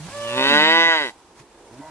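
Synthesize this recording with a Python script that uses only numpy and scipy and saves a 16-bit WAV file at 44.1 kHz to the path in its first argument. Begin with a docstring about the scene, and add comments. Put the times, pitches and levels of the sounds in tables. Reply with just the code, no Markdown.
"""On a pasture a cow moos close by: the pitch climbs, the mouth opens, the note is held and sinks.
A second cow breaks from a low hum into a high held note and back. Each voice is a train of vocal
pulses and breath noise through throat resonances. The herd lows far off as blurred noise bands, a hoof
thuds softly and a farther cow starts up, over shaped noise for rustling grass and low wind."""
import sys
import numpy as np
from scipy import signal
from scipy.fft import rfft, irfft, next_fast_len
from scipy.io import wavfile
from scipy.ndimage import uniform_filter1d

SR = 44100
rng = np.random.default_rng(int(sys.argv[2]) if len(sys.argv) > 2 else 0)


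def to_wav(s):
    """Save 16-bit WAV."""
    ch = np.atleast_2d(s).T  # columns
    pcm = np.round(np.clip(ch, -1, 1) * 32767)  # PCM
    wavfile.write(sys.argv[1], SR, pcm.astype(np.int16))


N = 83790  # samples


def gain_of(db):
    """Decibel law: 20 dB is a tenfold amplitude."""
    return 10 ** (np.asarray(db) / 20)


def evened(x):
    """Power normalisation: scales the whole signal to an RMS of one."""
    return x / np.sqrt(np.mean(x ** 2) + 1e-20)


def smooth_noise(shape, size, passes=1):
    """Low-pass random fluctuation: white noise under a moving average, at an RMS of one."""
    x = rng.standard_normal(shape)
    for _ in range(passes):
        x = uniform_filter1d(x, size=size)
    return evened(x)


def read(points, hz):
    """Interpolation on a logarithmic frequency axis."""
    f, value = np.transpose(points)
    return np.interp(np.log(hz + 1), np.log(f + 1), value)


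def columns(table):
    """Linear interpolation in time: each column at every sample, and a gate with 8 ms ends."""
    rows, t = np.array(table, float), np.arange(N) / SR
    start, end = rows[0, 0], rows[-1, 0]
    # a curve that meets either end of the scene stays open there
    opening = np.clip((t - start) / .008 + (start < .01), 0, 1)
    closing = np.clip((end - t) / .008 + (end > N / SR - .02), 0, 1)
    return [np.interp(t, rows[:, 0], c) for c in rows[:, 1:].T] + [opening * closing]


def resonate(x, hz, width):
    """Heterodyne resonance: shifts the curve hz down to zero, smooths with one pole, shifts back."""
    turn = np.exp(2j * np.pi * np.cumsum(hz * np.ones(len(x))) / SR)
    r = np.exp(-np.pi * width / SR)
    return 2 * (turn * signal.lfilter([1 - r], [1, -r], x / turn)).real


def steady(x):
    """Short-time power normalisation: evens the loudness over a few cycles."""
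    power = uniform_filter1d(uniform_filter1d(x ** 2, size=900), size=900)
    return x / np.sqrt(abs(power) + 1e-12)


JITTER = .04  # RMS share of the pitch at full breath


def folds(hz, slope_db, breath, sub, count):
    """Glottal source: harmonics of a pitch that breath makes less even, and a puff of air each cycle."""
    breath = np.clip(breath, 0, 1)
    turns = np.cumsum(hz * (1 + JITTER * breath * smooth_noise(N, 200))) / SR
    tone = 0
    for k in range(1, count):
        strength = gain_of(slope_db * np.log2(k)) * (k * hz < 13000)
        tone = tone + strength * np.cos(2 * np.pi * k * turns)
    puffs = (0.35 + np.exp(-(turns % 1) / 1.3)) * rng.standard_normal(N)
    strong_weak = 1 + sub * np.cos(np.pi * turns)  # every other cycle is stronger
    return steady(tone) * strong_weak + breath * evened(puffs)


SPLIT_HZ = 2300  # between the low and the high throat tuning
WAVER_DB = 1.8  # RMS; each resonance swells and fades by chance


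def throat(drive, table, mouth, low, high):
    """Formant filtering: resonances whose strengths blend from shut to open mouth and waver."""
    waver = smooth_noise((len(table), N), 1000, passes=2)
    voice = 0
    for k, (f, width, shut_db, open_db) in enumerate(table):
        hz = f * (low if f < SPLIT_HZ else high)
        formant = resonate(resonate(drive, hz, width), hz, 5 * width)
        level_db = shut_db + (open_db - shut_db) * mouth + WAVER_DB * waver[k]
        voice = voice - (-1) ** k * gain_of(level_db) * formant
    return voice


FIELD_DB, FIELD_T60_S = -21, .1  # echo level toward 0 Hz, and decay time
ECHO_BRIGHT_HZ = 2300  # here the echo amplitude has doubled
TREBLE_PAN_DB_PER_KHZ = 1.67  # difference between the ports, growing from 3 to 7 kHz


def placed(x, lead_s, pan_db):
    """Interaural cues: the left port leads by lead_s, the far port is shaded, the field echoes brightly."""
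    size = next_fast_len(N + SR)
    hz, t = np.fft.rfftfreq(size, 1 / SR), np.arange(SR // 2) / SR
    tail = rng.standard_normal((2, len(t))) * gain_of(-60 * t / FIELD_T60_S) * (t > .008)
    port = np.array([[1], [-1]]) / 2
    shade_db = TREBLE_PAN_DB_PER_KHZ * np.clip(hz / 1000 - 3, 0, 4) * np.sign(lead_s) * port
    direct = np.exp(2j * np.pi * hz * lead_s * port) * gain_of(shade_db)
    echo = gain_of(FIELD_DB) * (1 + hz / ECHO_BRIGHT_HZ) * rfft(tail / np.linalg.norm(tail[0]), size)
    return irfft(rfft(x, size) * (direct + echo), size)[:, :N] * gain_of(pan_db * port)


# Rustle spectrum. Each row: frequency in Hz, relative density in dB per Hz.
GRASS_SPECTRUM = [(59, -71), (100, -12.5), (300, -19.5), (900, -8.5), (1300, -16), (3000, -21.5),
                  (8160, -24), (10500, -25), (12000, -32), (14000, -31.5)]
# Rustle swells. Each row: time in seconds, level in dB.
GRASS_SWELLS = [(0, -41), (.2, -36), (.5, -31), (.9, -40.5), (1.08, -37.5), (1.13, -52.5), (1.36, -53.5),
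                (1.4, -46), (1.44, -54.5), (1.9, -47)]
# Coherence of the two ports. Each row: frequency in Hz, left-right likeness from -1 to 1.
GRASS_LIKENESS = [(60, 0.25), (180, 0.6), (520, 0.92), (1550, 0.68), (4580, 0.083), (13500, -0.21)]
CALM_DB, LOW_SHARE = -54, .55  # below 2 kHz the level follows this share of each swell above calm


def grass():
    """Filtered diffuse noise: the field's rustle and hiss, patchy in time and frequency."""
    frames, hz = N // 128 + 5, np.fft.rfftfreq(512, 1 / SR)
    a, b, c, d, patches = rng.standard_normal((frames, 257, 5)).T
    patches = evened(uniform_filter1d(uniform_filter1d(patches, 12, 0), 10, 1))
    flicker = smooth_noise(frames, 4)
    same = np.clip(read(GRASS_LIKENESS, hz), -1, 1)[:, None]
    left = a + 1j * b
    right = same * left + np.sqrt(1 - same ** 2) * (c + 1j * d)
    spectrum_db = read(GRASS_SPECTRUM, hz)[:, None] + 0.88 * patches + 0.99 * flicker
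    z = np.array([left, right]) * gain_of(spectrum_db)
    rustle = evened(signal.istft(z, nperseg=512, noverlap=384)[1][:, :N])
    db = columns(GRASS_SWELLS)[0]
    low = signal.sosfiltfilt(signal.butter(2, 2000, fs=SR, output="sos"), rustle)
    low_db = CALM_DB + LOW_SHARE * (db - CALM_DB)
    return (gain_of(db) * (rustle - low) + gain_of(low_db) * low) * gain_of([[-.8], [.8]])


# Wind strength. Each row: time in seconds, level in dB.
WIND_LEVEL = [(0, -54), (.45, -61), (.55, -62), (.9, -82), (1.1, -66), (1.9, -62)]


def wind():
    """Low-frequency turbulence noise: a lumpy rumble on the microphone, nearly alike in both ports."""
    band = signal.butter(2, [34, 81], "band", fs=SR, output="sos")
    x = signal.sosfilt(band, rng.standard_normal((2, N)))
    apart = .22 * np.array([[1], [-1]])
    return gain_of(columns(WIND_LEVEL)[0]) * evened(x[0] + apart * x[1]) * gain_of([[-1], [1]])


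# Second cow's three registers. Each row: time in seconds, pitch in Hz, level in dB,
# overtone slope in dB per octave, breath from 0 to 1.
HUM_REGISTER = [(0.0, 140.5, -37, -11.5, 0.3), (0.04, 159.7, -38.5, -20, 0.3),
                (0.095, 196.4, -35.5, 10.5, 0.9)]
HIGH_REGISTER = [(.07, 490, -52, 9, .3), (.11, 530, -46, 6, .25), (.145, 578, -35, 0, .05),
                 (.2, 579, -31, -1, .03), (.36, 577, -28, -2, .04), (.43, 590, -27, -5, .05),
                 (.455, 585, -32, -8, .05), (.47, 570, -50, -8, .05)]
LOW_REGISTER = [(.45, 266, -51, -11, 0.12), (.49, 248, -36, -36, .1), (.53, 238.5, -27, -28, .1),
                (.56, 206, -32.5, -44, .05), (.65, 203, -38, -14, 0.068), (.69, 222.3, -36.5, -23, 0.12),
                (.79, 212, -42, -34, 0.08), (.84, 204, -44, -4, 0.028), (.885, 138.8, -37.5, 1.5, 0.08),
                (.91, 127, -77, -12, 0.047)]
# Its throat. Each row: resonance in Hz, width in Hz, relative strength in dB.
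SECOND_THROAT = [(202, 120, 18.5), (690, 233, 12.5), (960, 190, 12), (1700, 130, 2), (2160, 410, -14.5)]


def second_cow():
    """Source-filter voice with register breaks: three pulse trains through one fixed throat."""
    call = 0
    for register in (HUM_REGISTER, HIGH_REGISTER, LOW_REGISTER):
        hz, db, slope_db, breath, gate = columns(register)
        drive = folds(hz, slope_db, breath, 0, count=12)
        voice = 0
        for k, (f, width, strength_db) in enumerate(SECOND_THROAT):
            voice = voice + (-1) ** k * gain_of(strength_db) * resonate(drive, f, width)
        call = call + steady(voice) * gain_of(db) * gate
    return call


# Near cow's effort. Each row: time in seconds, level in dB, mouth opening from 0 to 1,
# gain of the fundamental in dB.
NEAR_EFFORT = [(.06, -54, 0.2, 18), (.22, -39.5, 0.14, 5), (.3, -31, 0.34, 6), (.36, -28, 0.33, 2),
               (.378, -20.5, 0.44, -4), (.49, -16, 0.51, -7.5), (.55, -13.5, 0.62, -7),
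               (.67, -14.5, 0.62, -10), (.72, -14, 0.66, -28), (.8, -14, 0.71, -49),
               (.92, -15.5, 0.83, -18), (.97, -19, 0.7, -19), (1.018, -22, 0.78, -2.5),
               (1.054, -25.5, 0.61, -7), (1.092, -33.5, 0.61, 5), (1.115, -57, 0.6, -4)]
# Its folds. Each row: time in seconds, pitch in Hz, breath from 0 to 1.
NEAR_FOLDS = [(.06, 99, .08), (.164, 110.2, .05), (.222, 112.6, .04), (.314, 121.1, .04),
              (.366, 128.4, .08), (.388, 130.2, .12), (.496, 142, .14), (.6, 151.6, .1),
              (.668, 158.3, .045), (.72, 163.1, .025), (.752, 165, .02), (.81, 165.9, .015),
              (.88, 165.1, .02), (.912, 163.7, .025), (.96, 158.4, .03), (1.008, 147.3, .04),
              (1.03, 141, .05), (1.054, 130, .06), (1.092, 108.5, .1), (1.115, 99, .15)]
# Strong-weak pulses as the mouth opens. Each row: time in seconds, depth from 0 to 1.
NEAR_UNEVEN = [(.36, 0), (.39, .22), (.56, 0)]
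# Its throat. Each row: resonance in Hz before tuning, width in Hz,
# relative strength in dB with the mouth shut, the same with it open.
NEAR_FORMANTS = [(130, 67, 11, -41.5), (317, 209, 4.5, -17.5), (590, 99, -14.5, 2), (937, 137.5, -1.5, 2.5),
                 (1532, 158, -15.5, 8.5), (1976, 84.2, -8.5, 15.5), (2590, 120, -12, -7),
                 (3090, 120, 0, -7), (3880, 150, 2, -4), (4500, 170, -8, -9), (5780, 160, -35, -41),
                 (7700, 370, -54, -26.5)]
# Tuning of the throat. Each row: time in seconds, ratio below SPLIT_HZ, ratio above.
NEAR_TUNING = [(.3, .95, .92), (.4, .98, .95), (.56, .99, 1.02), (.6, .98, .98), (.75, 1, 1.0),
               (1.1, 1, 1.02)]
# Nasal resonance sliding down before the mouth opens. Each row: time in seconds, Hz, relative dB.
NASAL = [(.12, 3300, -20), (.22, 3080, 13), (.3, 2760, 6.5), (.37, 2660, -1), (.55, 2760, -1)]
# Thin top resonance drifting with the lips. 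Each row: time in seconds, Hz, relative dB.
LIP_RESONANCE = [(.4, 6300, -23), (.5, 6770, -26.5), (.7, 7300, -28), (.75, 6400, -27), (.9, 6730, -20.5),
                 (1.08, 7100, -30.5)]
# Chest boom as the mouth closes. Each row: time in seconds, Hz, relative dB.
CHEST_BOOM = [(.98, 400, -30), (1.05, 358, -2), (1.11, 320, -7)]
# Antiresonances. Each row: frequency in Hz before tuning, width in Hz, depth from 0 to 1.
ANTIRESONANCES = [(1350, 160, 1)]
SNAP_HZ, SNAP_DB = (2300, 4700), -9  # band of the bright click, and its gain with the mouth wide open
SPREAD_S_PER_KHZ = .0008  # delay growing up to 2.6 kHz


def near_cow():
    """Source-filter voice: clean pulses through a throat whose upper formants wake as the mouth opens."""
    hz, breath, _ = columns(NEAR_FOLDS)
    db, mouth, first_db, gate = columns(NEAR_EFFORT)
    low, high, _ = columns(NEAR_TUNING)
    drive = folds(hz, 0, breath, columns(NEAR_UNEVEN)[0], count=100)
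    voice = throat(drive, NEAR_FORMANTS, mouth, low, high)
    # the folds slap shut with a bright click
    snap = signal.sosfilt(signal.butter(4, SNAP_HZ, "band", fs=SR, output="sos"), drive)
    voice = voice + mouth * gain_of(SNAP_DB) * snap
    for table, width in (NASAL, 114), (LIP_RESONANCE, 350), (CHEST_BOOM, 110):  # widths in Hz
        f, level_db, sounding = columns(table)
        extra = resonate(resonate(drive, f, width), f, 5 * width)
        voice = voice + sounding * gain_of(level_db) * extra
    # raise or lower the fundamental alone
    voice = voice - (1 - gain_of(first_db)) * resonate(voice, hz, 40)
    for f, width, depth in ANTIRESONANCES:
        voice = voice - np.clip(depth, 0, 1) * resonate(voice, f * low, width)
    voice = signal.sosfilt(signal.butter(4, 85, "high", fs=SR, output="sos"), voice)
    # dispersion: the treble of each pulse comes later
    delay_khz = np.minimum(np.fft.rfftfreq(N, 1 / SR), 2600) / 1000
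    spread = np.exp(-2j * np.pi * np.cumsum(SPREAD_S_PER_KHZ * delay_khz) * SR / N)
    return -irfft(rfft(steady(voice) * gain_of(db) * gate) * spread, N)


# Distant lowing, one table for each blurred band. Each row: time in seconds, centre in Hz,
# level in dB before the waver.
LOWING_BANDS = [
    [(1.0, 860, -51), (1.28, 920, -64), (1.9, 810, -59.5)],
    [(1.0, 264, -60), (1.54, 360, -55), (1.685, 380, -46), (1.78, 354, -53)],
]


def lowing():
    """Narrow-band noise: far voices blurred into broken bands that waver by chance."""
    bands = 0
    for table in LOWING_BANDS:
        hz, db, gate = columns(table)
        waver_db = 2.5 * smooth_noise(N, 1500)
        blur = resonate(resonate(rng.standard_normal(N), hz, 280), hz, 260)
        bands = bands + gate * gain_of(db + waver_db) * evened(blur)
    return bands


THUD_S, THUD_DB, THUD_HZ = 1.396, -45, 135  # start, envelope peak, pitch
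THUD_RING_S = 0.0083  # rise time and decay constant


def hoof():
    """Damped oscillation: one soft thud on the turf."""
    t = np.maximum(np.arange(N) / SR - THUD_S, 0)
    u = t / THUD_RING_S
    return gain_of(THUD_DB) * np.e * u * np.exp(-u) * np.sin(2 * np.pi * THUD_HZ * t)


# Farther cow starting up. Each row: time in seconds, pitch in Hz, level in dB,
# mouth opening from 0 to 1, breath from 0 to 1.
FAR_CALL = [(1.7, 104.1, -48.5, 0.4, 0.13), (1.77, 131.9, -46, 0, 1), (1.805, 140.6, -37, 0.07, 1),
            (1.825, 147.7, -41, 0.9, 1), (1.875, 158, -41, 0.95, 1), (1.9, 147, -41.5, 0.5, 0.5)]
# Its throat. Each row: resonance in Hz before tuning, width in Hz,
# relative strength in dB with the mouth shut, the same with it open.
FAR_FORMANTS = [(132, 120, -3.5, -17), (315, 48, 13, -9), (680, 91, -1.5, -1.5), (1020, 47, -4, 8.5),
                (1560, 260, -13, -12.5), (2140, 62, -17.5, -7)]


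def far_cow():
    """Source-filter voice: a soft hum that opens into a moo."""
    hz, db, mouth, breath, gate = columns(FAR_CALL)
    drive = folds(hz, 0, breath, 0, count=20)
    voice = throat(drive, FAR_FORMANTS, mouth, low=0.94, high=1)
    return steady(voice) * gain_of(db) * gate


def scene():
    """Superposition: the placed voices and thud add to the grass and wind."""
    second = second_cow()
    far = far_cow() + lowing() + hoof()
    # left lead in seconds, left-over-right level in dB
    voices = placed(near_cow(), 0.00012, -1.47)
    voices = voices + placed(second, .00007, -2.5)
    voices = voices + placed(far, -0.000027, -2)
    return voices + grass() + wind()


MIC_HZ, EDGE_HZ = 10160, 14120  # corners of the gentle roll-off and the steep band limit


def record(dry):
    """Low-pass response: the microphone rolls off the top treble, then a steep filter limits the band."""
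    soft = signal.sosfilt(signal.butter(4, MIC_HZ, fs=SR, output="sos"), dry)
    band_limit = signal.firwin(2047, EDGE_HZ, window=("kaiser", 9), fs=SR)
    return signal.oaconvolve(soft, band_limit[None], "same")


dry = scene()
out = record(dry)
to_wav(out)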